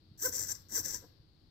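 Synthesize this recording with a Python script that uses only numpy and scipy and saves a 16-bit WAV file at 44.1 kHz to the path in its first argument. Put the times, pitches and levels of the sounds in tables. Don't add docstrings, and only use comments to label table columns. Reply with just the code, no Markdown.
import sys
import numpy as np
from scipy import signal
from scipy.fft import rfft, irfft, next_fast_len
from scipy.io import wavfile
from scipy.ndimage import uniform_filter1d, map_coordinates

SR = 44100
rng = np.random.default_rng(int(sys.argv[2]) if len(sys.argv) > 2 else 0)


def log_audio(samples):
    frames = np.atleast_2d(samples).T
    limited = np.clip(frames, -1, 1)
    pcm = np.round(limited * 32767).astype(np.int16)
    wavfile.write(sys.argv[1], SR, pcm)


def volts_from_db(level):
    exponent = np.asarray(level, float) / 20
    return 10 ** exponent


N = 66150

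# (frequency [Hz], level [dB])
AIR_LEFT = [(30, 0.5), (95, -4.5), (160, -9), (320, -14.5), (600, -26), (2500, -34), (4500, -15.5),
            (6500, -46)]
AIR_RIGHT = [(30, -15), (95, -3), (160, -6.5), (320, -16), (600, -29), (2500, -37), (5000, -42.5),
             (8000, -51)]
PORT_HISS = [(6000, -59), (10000, -64.5), (12000, -45), (15500, -48.5)]
# (frequency [Hz], correlation [0-1])
AIR_COHERENCE = [(100, 1), (350, 0.76), (800, 0.033)]
# (frequency [Hz], width [Hz], level [dB])
FAN_LINES = [(96.2, 5.6, -66), (313.8, 14, -75)]
# (frequency [Hz], T60 [s])
ROOM_T60 = [(300, .8), (2000, 0.58), (4000, 1), (6000, 0.24), (9000, 0.3), (14000, 0.34)]
# (frequency [Hz], level [dB])
SHUDDER = [(25, -8.5), (60, -5), (95, -2), (140, -12), (300, -25.5)]
# (time [s], level [dB], frequency [Hz])
KNOCKS = [
    (0.1175, -45.5, 149.8),
    (.941, -55.5, 615),
    (1.034, -69.5, 390),
    (1.203, -49.5, 110.9),
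]
# (time [s], level [dB], half length [s])
SCUFFS = [
    (.945, -52.5, 0.023),
    (1.036, -51.5, 0.016),
    (.285, -47, 0.018),
    (0.73, -52.5, 0.025),
]
# (frequency [Hz], width [Hz], level [dB])
BOX_MODES = [(88, 18, 5.5), (240, 58, 3.5), (327, 57, 4.5), (510.5, 75, 3.5), (719, 29, -2.5),
             (986, 150, 0), (1624, 131, 6), (2033, 74, 3.5)]
# (frequency [Hz], difference [dB])
BOX_PAN = [(500, 0), (1000, 5), (1700, 11)]
# (order [per turn], level [dB])
ROTOR_ORDERS = [(1, -3.5), (2, -14.5), (3, -9.5), (4, -18)]
# (hum at full speed [dB], power of speed [-])
IMBALANCE = [
    (-41, 3.8),
    (-36.5, 1.8),
    (-60, 2.2),
    (-48, 1.6),
    (-38, 1.94),
]
# (upper ring [dB], top ring [dB])
RING_TINT = [
    (1.5, 4.5),
    (1, 1),
    (-16, -7),
    (-3.5, 0.5),
    (-5, -2),
]
# (frequency [Hz], width [Hz], level [dB])
CASE_MODES = [(940, 180, -4.5), (1570, 120, -5), (1983, 125, -16), (4500, 1000, -6), (5723, 420, 3),
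              (6395, 300, -1), (6740, 200, -6), (7514, 306, 6), (8800, 1300, -11.5), (10430, 310, -6),
              (11400, 240, -6.5), (12230, 800, 3), (13300, 1000, 3), (14740, 480, -1)]
# (frequency [Hz], level [dB])
LEFT_PORT = [(500, -20.5), (1700, -12), (2700, -15.5), (4300, -8.5), (6500, 0.5), (9000, -9), (10900, -16),
             (13500, -8)]
RIGHT_PORT = [(500, -29), (1700, -13), (2700, -26), (4300, -20), (7000, -26), (10700, -10), (12500, -10.5),
              (14500, -3)]
# (time [s], rotor speed [turns/s], gear rattle [dB])
MOVES = [
    [(.1752, 20, -65), (.2, 150, -52), (.228, 370, -38), (.244, 475, -39), (.259, 525, -33),
     (.27, 500, -40), (.278, 340, -40), (.292, 220, -42.5), (.31, 60, -63)],
    [(.316, 40, -53), (.322, 90, -41), (.35, 139, -37), (.385, 127, -38), (.43, 98, -40), (.474, 72, -46),
     (.486, 86, -40.5), (.522, 98, -36.5), (.54, 30, -67)],
    [(.544, 20, -55), (.554, 30, -43.5), (.578, 18, -79)],
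    [(.6855, 22, -60), (.708, 150, -50), (.745, 320, -36.5), (.762, 370, -31.5), (.779, 510, -32.5),
     (.79, 330, -36.5), (.806, 150, -42), (.814, 120, -38), (.827, 60, -88)],
    [(.83, 40, -53), (.853, 190, -33), (.872, 170, -39.5), (.905, 150, -37.5), (.92, 105, -40),
     (.945, 112, -38), (.96, 108, -39.5), (.985, 80, -54), (1.004, 19, -67.5)],
]

FULL_SPEED_HZ = 500
TEETH = 9
DRIVE_HZ, STALL_HZ = 345, 60.23
UPPER_RING_HZ, TOP_RING_HZ = 7000, 9500


def unit(x):
    return x / np.sqrt(np.mean(x ** 2) + 1e-20)


def along(points, hz):
    f, v = np.transpose(points)
    return np.interp(np.log(hz + 1), np.log(f + 1), v)


def filtered(x, response):
    m = next_fast_len(N + SR // 2)
    spectrum = rfft(x, m) * response(np.fft.rfftfreq(m, 1 / SR))
    return irfft(spectrum, m)[..., :N]


def resonances(modes):
    def response(f):
        total = 0
        for k, (center, width, db) in enumerate(modes):
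            damping = 1j * f * width
            total = total + (-1) ** k * volts_from_db(db) * damping / (center * center - f * f + damping)
        return total
    return response


def wobble(rate_hz):
    knots = rng.standard_normal(int(N * rate_hz / SR) + 4)
    return map_coordinates(knots, [np.arange(N) * rate_hz / SR])


def air():
    def mid_side(f):
        turn = np.arccos(np.clip(along(AIR_COHERENCE, f), -1, 1)) / 2
        return np.array([np.cos(turn), np.sin(turn)])

    def shape(f):
        rumble = volts_from_db(np.array([along(AIR_LEFT, f), along(AIR_RIGHT, f)]))
        return rumble * np.exp(-(f / 11000) ** 6) + volts_from_db(along(PORT_HISS, f))

    mid, side = filtered(rng.standard_normal((2, N)), mid_side)
    bed = unit(filtered(np.array([mid + side, mid - side]), shape))
    bed = bed * volts_from_db(-63.5 + 0.5 * wobble(5.5))
    fan = 0
    for center, width, db in FAN_LINES:
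        noise = rng.standard_normal(N) + 0.56 * rng.standard_normal((2, N))
        fan = fan + volts_from_db(db) * unit(filtered(noise, resonances([(center, width, 0)])))
    return bed + fan


def room(x):
    wet_db, early_db, early_t60_s = -9.5, -7.5, 0.023
    hz, t, z = signal.stft(rng.standard_normal((2, SR // 2)), SR, nperseg=256)
    tail = signal.istft(z * volts_from_db(-60 * t / along(ROOM_T60, hz)[:, None]), SR, nperseg=256)[1]
    early = rng.standard_normal(tail.shape) * volts_from_db(-60 * np.arange(tail.shape[1]) / SR / early_t60_s)
    tail = volts_from_db(wet_db) * tail / np.linalg.norm(tail[0])
    early = volts_from_db(early_db) * early / np.linalg.norm(early[0])
    return signal.fftconvolve(x[None], tail + early, axes=1)[:, :N]


def shudder(rattle):
    linger_s, level_db = 0.07, -15.5
    linger = np.exp(-np.arange(SR // 2) / SR / linger_s)
    effort = signal.fftconvolve(rattle, linger / linger.sum())[:N]
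    noise = rng.standard_normal(N) + 0.49 * rng.standard_normal((2, N))
    shake = unit(filtered(noise, lambda f: volts_from_db(along(SHUDDER, f)) * (f < 600)))
    return volts_from_db(level_db) * effort * shake


def knocks():
    t = np.arange(N) / SR
    pushes, scuff_gain = np.zeros(N), np.zeros(N)
    for s, db, hz in KNOCKS:
        u = (t - s) * 3.6 * hz
        pushes += volts_from_db(db) * (1 - u * u) * np.exp(-u * u / 2)
    for s, db, half_s in SCUFFS:
        scuff_gain += volts_from_db(db + 11) * np.exp(-((t - s) / half_s) ** 2)
    scuffs = scuff_gain * rng.standard_normal(N)
    return pushes, filtered(scuffs, lambda f: 1 / (1 + (f / 900) ** 4))


def controls():
    t, out = np.arange(N) / SR, np.zeros((5, N))
    for move, (hum_db, power), (upper_db, top_db) in zip(MOVES, IMBALANCE, RING_TINT):
        s, hz, rattle_db = np.transpose(move)
        on = (t >= s[0]) & (t < s[-1])
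        speed = np.interp(t, s, hz)
        fast = speed / FULL_SPEED_HZ
        rattle = volts_from_db(np.interp(t, s, rattle_db))
        hum = volts_from_db(hum_db) * fast ** power
        upper = volts_from_db(upper_db) * on
        top = volts_from_db(top_db) * fast ** 0.15
        out += on * np.array([speed, rattle, hum, upper, top])
    return out


def rotor(speed, rattle, hum):
    phase = 2 * np.pi * np.cumsum(speed * (1 + 0.015 * wobble(80))) / SR
    orders = 0
    for order, db in ROTOR_ORDERS:
        orders = orders + volts_from_db(db + 3.1 * wobble(70)) * np.sin(round(order) * phase)
    mesh = volts_from_db(-29 + 5.7 * wobble(40)) * np.sin(TEETH * phase)
    mesh += volts_from_db(-33 + 4.3 * wobble(48.86)) * np.sin(2 * TEETH * phase)
    hum = uniform_filter1d(hum, size=90)
    rattle = uniform_filter1d(rattle, size=90)
    return np.sqrt(2) * (hum * orders + rattle * mesh * (speed < 200))


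def gears(speed, gain, upper, top):
    jitter, scatter_db, noise_share, turn_depth = 0.12, 3, 0.71, 0.25
    click_hz, bed_db = 3500, -15
    stall = np.exp(-(speed / STALL_HZ) ** 2)
    rate = TEETH * speed * (1 - stall) + DRIVE_HZ * stall
    count = np.cumsum(rate * (1 + jitter * wobble(900))) / SR
    size = volts_from_db(scatter_db * rng.standard_normal(N // 4))[count.astype(int)]
    clicks = np.diff(np.floor(count), prepend=0) * size * np.sqrt(SR / np.maximum(rate, 1))
    clicks = filtered(clicks, lambda f: 1 / (1 + (click_hz / (f + 1)) ** 4))
    puffs = size * np.exp(-2.5 * (count % 1)) * rng.standard_normal(N)
    contacts = np.sqrt(1 - noise_share) * unit(clicks) + np.sqrt(noise_share) * unit(puffs)
    turn = 1 + turn_depth * np.cos(2 * np.pi * np.cumsum(speed) / SR)
    drive = unit(turn * contacts) * gain * volts_from_db(0.62 * wobble(60))

    case = resonances(CASE_MODES)

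    def ring_bands(f):
        above_upper = 1 / (1 + (UPPER_RING_HZ / (f + 1)) ** 12)
        above_top = 1 / (1 + (TOP_RING_HZ / (f + 1)) ** 12)
        bands = np.array([1 - above_upper, above_upper - above_top, above_top])
        return (case(f) + volts_from_db(bed_db)) * bands

    rings = filtered(drive * np.array([np.ones(N), upper, top]), ring_bands)
    return drive, rings.sum(0)


def servos():
    left_lag_s, apart_rad, rumble_db = -0.000028, 0.69, -7
    speed, rattle, hum, upper, top = controls()
    drive, case = gears(speed, rattle, upper, top)
    other = gears(speed, rattle, upper, top)[1]
    pair = np.array([case, np.cos(apart_rad) * case + np.sin(apart_rad) * other])

    def lag(f):
        return np.exp(-1j * np.pi * f * left_lag_s * np.array([[1], [-1]]))

    def ports(f):
        return volts_from_db(np.array([along(LEFT_PORT, f), along(RIGHT_PORT, f)]) + 14)

    def pan(f):
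        return volts_from_db(along(BOX_PAN, f) * np.array([[0.5], [-0.5]]))

    airborne = filtered(filtered(pair, lag) + room(case), ports)
    push, scuff = knocks()
    box = resonances(BOX_MODES)
    board = rotor(speed, rattle, hum) + volts_from_db(rumble_db) * drive + scuff
    solid = filtered(board, lambda f: box(f) + 0.089 * (f < 2500)) + push
    boxborne = filtered(solid + volts_from_db(-2.5) * room(solid), pan)
    return airborne + boxborne + shudder(rattle)


def scene():
    return air() + servos()


def low_pass(x):
    return signal.sosfilt(signal.butter(12, 16280, fs=SR, output="sos"), x)


def record(dry):
    def band(hz):
        top_hz = 15750
        return hz / (hz + 15) / (1 + (hz / top_hz) ** 150) * (hz < top_hz + 130)

    return low_pass(filtered(dry, band))


dry = scene()
out = record(dry)
log_audio(out)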